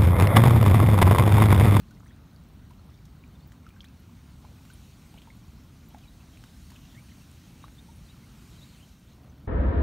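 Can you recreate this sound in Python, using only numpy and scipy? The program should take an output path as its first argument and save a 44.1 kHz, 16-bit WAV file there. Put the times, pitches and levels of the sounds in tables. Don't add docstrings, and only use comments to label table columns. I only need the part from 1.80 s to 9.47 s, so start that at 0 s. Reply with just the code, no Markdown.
import sys
import numpy as np
from scipy import signal
from scipy.fft import rfft, irfft, next_fast_len
from scipy.io import wavfile
from scipy.ndimage import uniform_filter1d, map_coordinates

SR = 44100
rng = np.random.default_rng(int(sys.argv[2]) if len(sys.argv) > 2 else 0)


def generate_wav(sig):
    pcm = np.round(np.clip(np.atleast_2d(sig).T, -1, 1) * 32767).astype(np.int16)
    wavfile.write(sys.argv[1], SR, pcm)


N = 338372
TIME = np.arange(N) / SR
RING = np.arange(SR // 8) / SR


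def amp(db):
    return 10 ** (np.asarray(db) / 20)


def unit(x):
    return x / np.sqrt(np.mean(x ** 2) + 1e-20)


def level(rows):
    times_s, levels_db = np.transpose(rows)
    return amp(np.interp(TIME, times_s, levels_db))


def fade(t60):
    return np.exp(-np.log(1000) * RING / t60)


def add(track, start_s, sound):
    start = int(np.clip(round(start_s * SR), 0, N))
    track[start:start + len(sound)] += sound[:N - start]


def filtered(x, response):
    size = next_fast_len(N + SR // 4)
    gain = response(np.fft.rfftfreq(size, 1 / SR))
    return irfft(rfft(x, size) * gain, size)[:N]


def wobble(size, rate):
    positions = np.arange(size) * rate / SR
    return map_coordinates(rng.standard_normal(128), [positions], mode="mirror")


def noise(spectrum, patchy_db):
    grid = signal.stft(rng.standard_normal(N), nperseg=512)[2]
    patches = uniform_filter1d(rng.standard_normal(grid.shape), size=7, axis=0)
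    patches = uniform_filter1d(patches, size=10, axis=1)
    patchy = signal.istft(grid * amp(patchy_db * unit(patches)), nperseg=512)[1][:N]
    hz, db = np.transpose(spectrum)
    return unit(filtered(patchy, lambda f: amp(np.interp(np.log(f + 1), np.log(hz), db))))


def bubble(hz, t60, attack, rise):
    envelope = fade(t60) * (1 - np.exp(-RING / max(attack, 1e-5)))
    glide_s = 0.018
    pitch = np.minimum(hz * (1 + rise * glide_s * np.tanh(RING / glide_s)), SR / 2)
    return envelope / envelope.max() * np.sin(2 * np.pi * np.cumsum(pitch) / SR)


# (relative, per Hz)
RUMBLE_COLOUR = [(20, -42), (31, -24), (40, -6.5), (50, -1.5), (62, -0.5), (78, 0.5), (98, -4), (130, -3.5),
                 (165, -5), (210, -8), (250, -9), (310, -15.5), (400, -24), (520, -44), (800, -75)]
# time_s, level_db
RUMBLE_LOUDNESS = [(6.5, -49.7), (6.7, -48.5), (6.9, -50), (7.2, -53.5), (7.55, -49.5), (7.67, -48)]


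def distant_rumble():
    return level(RUMBLE_LOUDNESS) * noise(RUMBLE_COLOUR, patchy_db=-0.23)


# (relative, per Hz)
AIR_COLOUR = [(250, -27), (400, -4), (650, -4), (920, -4.5), (1400, -6), (1750, -10.5), (2700, -13),
              (3900, -13), (7400, -20.5), (11000, -23.5), (15700, -20)]
# time_s, level_db
AIR_LOUDNESS = [(7.0, -63.5), (7.15, -67), (7.67, -64.5)]


def outdoor_air():
    return level(AIR_LOUDNESS) * noise(AIR_COLOUR, patchy_db=1.3)


# (relative, per Hz)
REED_COLOUR = [(900, -11), (1600, -5), (2400, -0.5), (3900, -0.5), (6000, -2.5), (9000, -5.5), (11500, -9),
               (13000, -8.5), (15700, -13.5)]
# time_s, level_db
TREBLE_LOUDNESS = [(0.0, -70.5), (0.64, -73.5), (0.92, -72), (1.05, -71.5), (1.96, -71.5), (2.78, -67),
                   (2.97, -65), (3.27, -66), (3.54, -68), (3.84, -68.5), (4.51, -66), (4.8, -63.5),
                   (6.37, -66), (6.75, -63.5), (6.96, -64.5), (7.12, -65.5), (7.18, -68), (7.33, -68.5),
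                   (7.42, -70.5), (7.67, -74)]
STILL_TREBLE_DB = -72
REEDS_DB = 3


def reeds_in_breeze():
    added_power = level(TREBLE_LOUDNESS) ** 2 - amp(STILL_TREBLE_DB) ** 2
    breeze = np.sqrt(np.maximum(added_power, 0))
    return amp(REEDS_DB) * breeze * noise(REED_COLOUR, patchy_db=1.93)


def far_drips(centre_hz, cycles, count):
    track = np.zeros(N)
    for when, height, loud, climb in rng.uniform(size=(count, 4)):
        hz = centre_hz * 2 ** (3.2 * (height - .5))
        db = -70.5 + 9 * loud - 6 * (height - .5)
        add(track, when * N / SR, amp(db) * bubble(hz, cycles / hz, attack=0.0005, rise=15 * climb))
    return track


def mist_ticks(peak_db, cycles, count):
    track = np.zeros(N)
    for when, height, loud in rng.uniform(size=(count, 3)):
        hz = 4000 + 10000 * height
        tick = bubble(hz, cycles / hz, attack=.0001, rise=0)
        add(track, when * N / SR, amp(peak_db - 10 * loud) * tick)
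    return track


def plink(hz, t60, attack, rise, churn, life_share):
    uneven = 1 + churn * wobble(len(RING), rate=430)
    alive = 1 / (1 + (RING / (life_share * t60 + attack)) ** 8)
    return bubble(hz, t60, attack, rise) * uneven * alive


# start_s, pitch_hz (at first), level_db (peak before the churn), fade_s (to lose 60 dB, before the burst),
# rise_per_s (pitch glide at first, as a share of the pitch; below zero it falls)
WATER_BUBBLES = [(0.108, 1420, -54, 0.058, 6), (.17, 1970, -57.5, .03, 12), (0.205, 1270, -50, 0.013, 17),
                 (.233, 1040, -48, 0.011, 0), (.261, 1570, -56.5, 0.063, 40),
                 (.307, 1630, -53.5, 0.045, 38), (.318, 1420, -62, .05, 9), (.513, 4070, -58, 0.016, -4),
                 (.562, 4550, -53.5, 0.017, -2), (0.908, 1000, -50.5, 0.057, -3),
                 (1.081, 860, -56, .025, 28.5), (1.092, 1150, -52, 0.014, 9),
                 (1.4384, 2420, -52, 0.023, -9), (1.553, 3550, -56.5, .028, 2), (1.596, 4280, -65, .06, -1),
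                 (1.607, 3600, -59, .03, 2), (1.846, 2170, -59, .02, 0), (1.8655, 1410, -46, 0.044, -11),
                 (1.905, 2364, -54, 0.026, 4), (1.937, 1600, -57, .028, 11), (1.963, 1530, -55, 0.046, 4),
                 (2.0062, 3280, -38.5, 0.017, -2), (2.032, 2280, -57, 0.03, 5),
                 (2.047, 3110, -52.5, 0.056, 31.5), (2.292, 820, -55.5, 0.049, 57),
                 (2.6448, 695, -44, 0.027, 46), (2.6501, 1000, -46.5, 0.028, 4.5),
                 (2.668, 2300, -59, .02, 0), (2.713, 430, -53, .055, 70), (2.901, 1450, -50, 0.049, 8.5),
                 (3.342, 860, -48.5, 0.02, -8), (3.3565, 720, -51, .02, -7), (3.375, 630, -54, 0.039, 8),
                 (3.473, 927, -47, 0.027, 3), (3.484, 970, -53.5, .022, 0), (3.503, 2100, -48, 0.036, 6),
                 (4.113, 809, -52, .028, 34), (4.146, 760, -42.5, 0.034, 19), (4.169, 724, -51, 0.045, -2),
                 (4.236, 2600, -56, 0.039, -3), (4.243, 4050, -59.5, .04, -1), (4.256, 2350, -58, .03, 0),
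                 (4.639, 1560, -43.5, 0.01, 4), (4.918, 1020, -50, 0.025, -9), (4.957, 2900, -51, .025, -2),
                 (4.962, 2490, -53, 0.033, 1.5), (5.149, 3420, -56, 0.028, 7),
                 (5.316, 2200, -56, 0.05, -19), (5.8407, 1050, -38, 0.036, 24.5),
                 (5.8822, 1450, -41, 0.0042, 0), (6.086, 853, -54.5, 0.11, 7.5),
                 (6.262, 4150, -61, .05, -2), (6.436, 2090, -60, .05, 3), (7.008, 2930, -54.5, .03, -3),
                 (7.495, 6040, -64, .06, 1)]
BUILD_S, LONG_RING_S, RACING_RISE_PER_S = 0.0017, 0.073, 19


def water_plinks():
    track = np.zeros(N)
    for start_s, hz, db, t60, rise in WATER_BUBBLES:
        build = BUILD_S * (t60 / LONG_RING_S) ** 2 / (1 + (rise / RACING_RISE_PER_S) ** 2)
        add(track, start_s, amp(db) * plink(hz, t60, build, rise, churn=0.21, life_share=0.75))
    return track


def tap(hz, spray_db, cycles, spray_t60, spray_top_hz):
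    leaf = bubble(hz, cycles / hz, attack=0.00017, rise=0)
    band = signal.butter(1, [1500, spray_top_hz], "bandpass", fs=SR)
    spray = signal.lfilter(*band, rng.standard_normal(len(RING))) * fade(spray_t60)
    return leaf + amp(spray_db) * spray / np.abs(spray).max()


# start_s, level_db (peak of the leaf's ring), pitch_hz (leaf resonance), spray_db (peak relative to the ring)
LEAF_TAPS = [(0.109, -53, 6300, 1), (.15, -53, 5100, -4.5), (.363, -53, 7700, -17), (.562, -59, 4600, -10),
             (.907, -57, 2700, 3), (.936, -54, 3000, -12), (1.143, -54, 5500, -10), (1.254, -52.5, 5600, 2),
             (1.72, -49, 2980, -4), (1.72, -47, 1800, -14), (1.866, -50, 5150, -12),
             (1.89, -50.5, 3200, -4), (2.006, -52, 4100, -14), (2.011, -50, 5070, -18),
             (2.017, -53, 6500, -12), (2.043, -43.5, 1770, -15), (2.044, -47, 5960, -2),
             (2.086, -49.5, 5400, -19), (2.852, -50.5, 1400, 3.5), (2.901, -49, 2700, -6),
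             (3.341, -49, 2920, -4), (3.419, -43.5, 3140, -9), (3.472, -53, 2290, -9),
             (4.106, -54, 3000, -5), (4.147, -49, 1650, -8), (4.184, -53, 3400, -1),
             (4.573, -47, 2500, -7.5), (4.6392, -43, 3300, -6), (4.6392, -46, 4500, -10),
             (4.903, -48, 1800, 0), (4.919, -52, 1700, -6), (4.961, -45, 2950, -8),
             (5.5146, -46.5, 9400, -8), (5.882, -50, 2350, -10.5)]


def leaf_taps():
    track = np.zeros(N)
    for start_s, db, hz, spray_db in LEAF_TAPS:
        add(track, start_s, amp(db) * tap(hz, spray_db, cycles=11.0, spray_t60=0.041, spray_top_hz=9300))
    return track


# start_s, pitch_hz, level_db (peak of the ping alone)
TINY_DROPLETS = [(.199, 6750, -57), (.266, 9050, -58), (.279, 6000, -58), (.686, 10950, -60),
                 (1.6752, 15400, -51), (2.204, 11690, -59.5), (2.9351, 9600, -45.3), (3.375, 12550, -58),
                 (3.553, 13600, -56), (4.0865, 12950, -52), (6.16, 9830, -54)]


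def droplet_pings():
    track = np.zeros(N)
    for start_s, hz, db in TINY_DROPLETS:
        ping = bubble(hz, t60=0.0056, attack=.0002, rise=0)
        resonance = bubble(hz, t60=0.0027, attack=0.00015, rise=0)
        shiver = unit(signal.fftconvolve(rng.standard_normal(len(RING)), resonance)[:len(RING)])
        add(track, start_s, amp(db) * (ping + amp(-10.5) * shiver * fade(0.058)))
    return track


# start_s, length_s, first_hz, middle_hz, last_hz (pitch before the quiver), level_db (peak before the flutter)
SOFT_CHIRPS = [(.285, .03, 3250, 3360, 3130, -67), (.315, 0.03, 3400, 3720, 3680, -68),
               (.98, .028, 4180, 4250, 4200, -70), (1.132, .028, 3500, 3600, 3680, -67),
               (1.623, .025, 4350, 4520, 4700, -66.5), (2.065, 0.031, 2370, 2590, 2680, -66),
               (4.11, .02, 2850, 3200, 3330, -65), (4.21, 0.05, 3280, 3040, 2970, -66),
               (4.272, 0.024, 3700, 3890, 3880, -59), (4.395, .025, 2600, 2630, 2780, -63.5),
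               (4.528, .045, 3150, 3320, 3350, -65), (5.095, .04, 3350, 3100, 3400, -66),
               (5.146, 0.018, 2080, 1795, 1850, -57), (5.16, 0.044, 1760, 2210, 2280, -55.5),
               (5.825, 0.033, 3720, 3790, 3860, -59.5), (5.979, 0.027, 3400, 3660, 3620, -54),
               (6.286, 0.037, 3600, 3820, 3880, -59), (6.752, 0.024, 3050, 3170, 3080, -61),
               (6.774, 0.034, 4060, 3920, 3830, -61.5), (6.808, 0.035, 3480, 3760, 4200, -56),
               (6.824, 0.026, 3680, 3820, 3700, -59), (6.88, .03, 4000, 4250, 3950, -65.5),
               (6.94, .035, 3200, 3050, 3150, -67), (6.995, 0.027, 2470, 2490, 2650, -65),
               (7.021, 0.025, 3200, 3070, 2950, -59.5), (7.265, .028, 3150, 3550, 3850, -67)]
CHIRP_FLUTTER, CHIRP_QUIVER, CHIRP_ROUGH_PER_S = .33, .014, 450


def chirps():
    track = np.zeros(N)
    for start_s, length_s, first, middle, last, db in SOFT_CHIRPS:
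        u = np.linspace(0, 1, max(int(length_s * SR), 8))
        bend = np.polyfit([0, .5, 1], [first, middle, last], 2)
        pitch = np.polyval(bend, u) * (1 + CHIRP_QUIVER * wobble(len(u), CHIRP_ROUGH_PER_S))
        uneven = 1 + CHIRP_FLUTTER * wobble(len(u), CHIRP_ROUGH_PER_S)
        swell = np.sqrt(np.abs(np.sin(np.pi * u)))
        tone = np.sin(2 * np.pi * np.cumsum(pitch) / SR)
        add(track, start_s, amp(db) * swell * uneven * tone)
    return track


# start_s, length_s, centre_hz, level_db (peak of the loudest possible bubble)
SPATTERING_DROPS = [(1.857, 0.028, 2630, -62), (2.005, .016, 5000, -55), (3.375, 0.013, 2700, -49.5),
                    (3.377, .022, 3670, -56), (3.425, 0.014, 3100, -55), (4.146, .005, 2200, -56),
                    (4.96, .01, 2720, -54), (4.968, 0.028, 1210, -60.5), (5.284, .03, 2790, -59.5),
                    (4.19, .05, 4000, -63), (7.285, .06, 3700, -62)]
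SPATTER_PER_S, SPATTER_OCTAVES, SPATTER_RANGE_DB = 600, 0.42, 8


def splashes(cycles):
    track = np.zeros(N)
    for start_s, length_s, centre_hz, db in SPATTERING_DROPS:
        count = max(int(length_s * SPATTER_PER_S), 1)
        for k, (late, height, loud) in enumerate(rng.uniform(size=(count, 3))):
            hz = centre_hz * 2 ** (SPATTER_OCTAVES * (height - .5))
            gain = amp(db - SPATTER_RANGE_DB * loud)
            when_s = start_s + length_s * (k + late) / count
            add(track, when_s, gain * bubble(hz, cycles / hz, attack=0.00032, rise=0))
    return track


# (relative, per Hz)
WASH_COLOUR = [(250, 4.5), (450, 4.5), (620, 6.5), (900, -5), (1300, -7), (3000, -24.5)]
# time_s, level_db
WASH_LOUDNESS = [(7.1, -95), (7.28, -70), (7.4, -68), (7.46, -60), (7.53, -65), (7.67, -70)]


def late_wash():
    return level(WASH_LOUDNESS) * noise(WASH_COLOUR, patchy_db=0.0)


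def scatter(x, t60, delay):
    tail = rng.standard_normal(len(RING)) * fade(t60) * (1 - np.exp(-(RING / delay) ** 2))
    return signal.fftconvolve(x, tail / np.linalg.norm(tail))[:N]


def scene():
    background = distant_rumble() + outdoor_air() + reeds_in_breeze() + late_wash()
    faint_drips = far_drips(centre_hz=2954, cycles=41, count=200) + mist_ticks(peak_db=-57.5, cycles=55, count=100)
    near_drips = water_plinks() + leaf_taps() + droplet_pings() + splashes(cycles=22)
    events = faint_drips + near_drips + chirps()
    echo = amp(-13.5) * scatter(events, t60=0.065, delay=0.0036)
    mono = events + echo + background
    return np.array([mono, mono])


# centre_hz, width_hz, gain_db (at the centre of the dip)
MICROPHONE_DIPS = [(1760, 140, -2), (3470, 320, -1.5), (4960, 620, -3), (7680, 800, -2.5),
                   (10420, 1050, -3.5)]
TOP_HZ = 15750


def record(dry):
    def microphone(f):
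        dips_db = sum(db * np.exp(-(2 * (f - hz) / width) ** 2) for hz, width, db in MICROPHONE_DIPS)
        return amp(dips_db) * (f < TOP_HZ)
    return np.array([filtered(channel, microphone) for channel in dry])


dry = scene()
out = record(dry)
generate_wav(out)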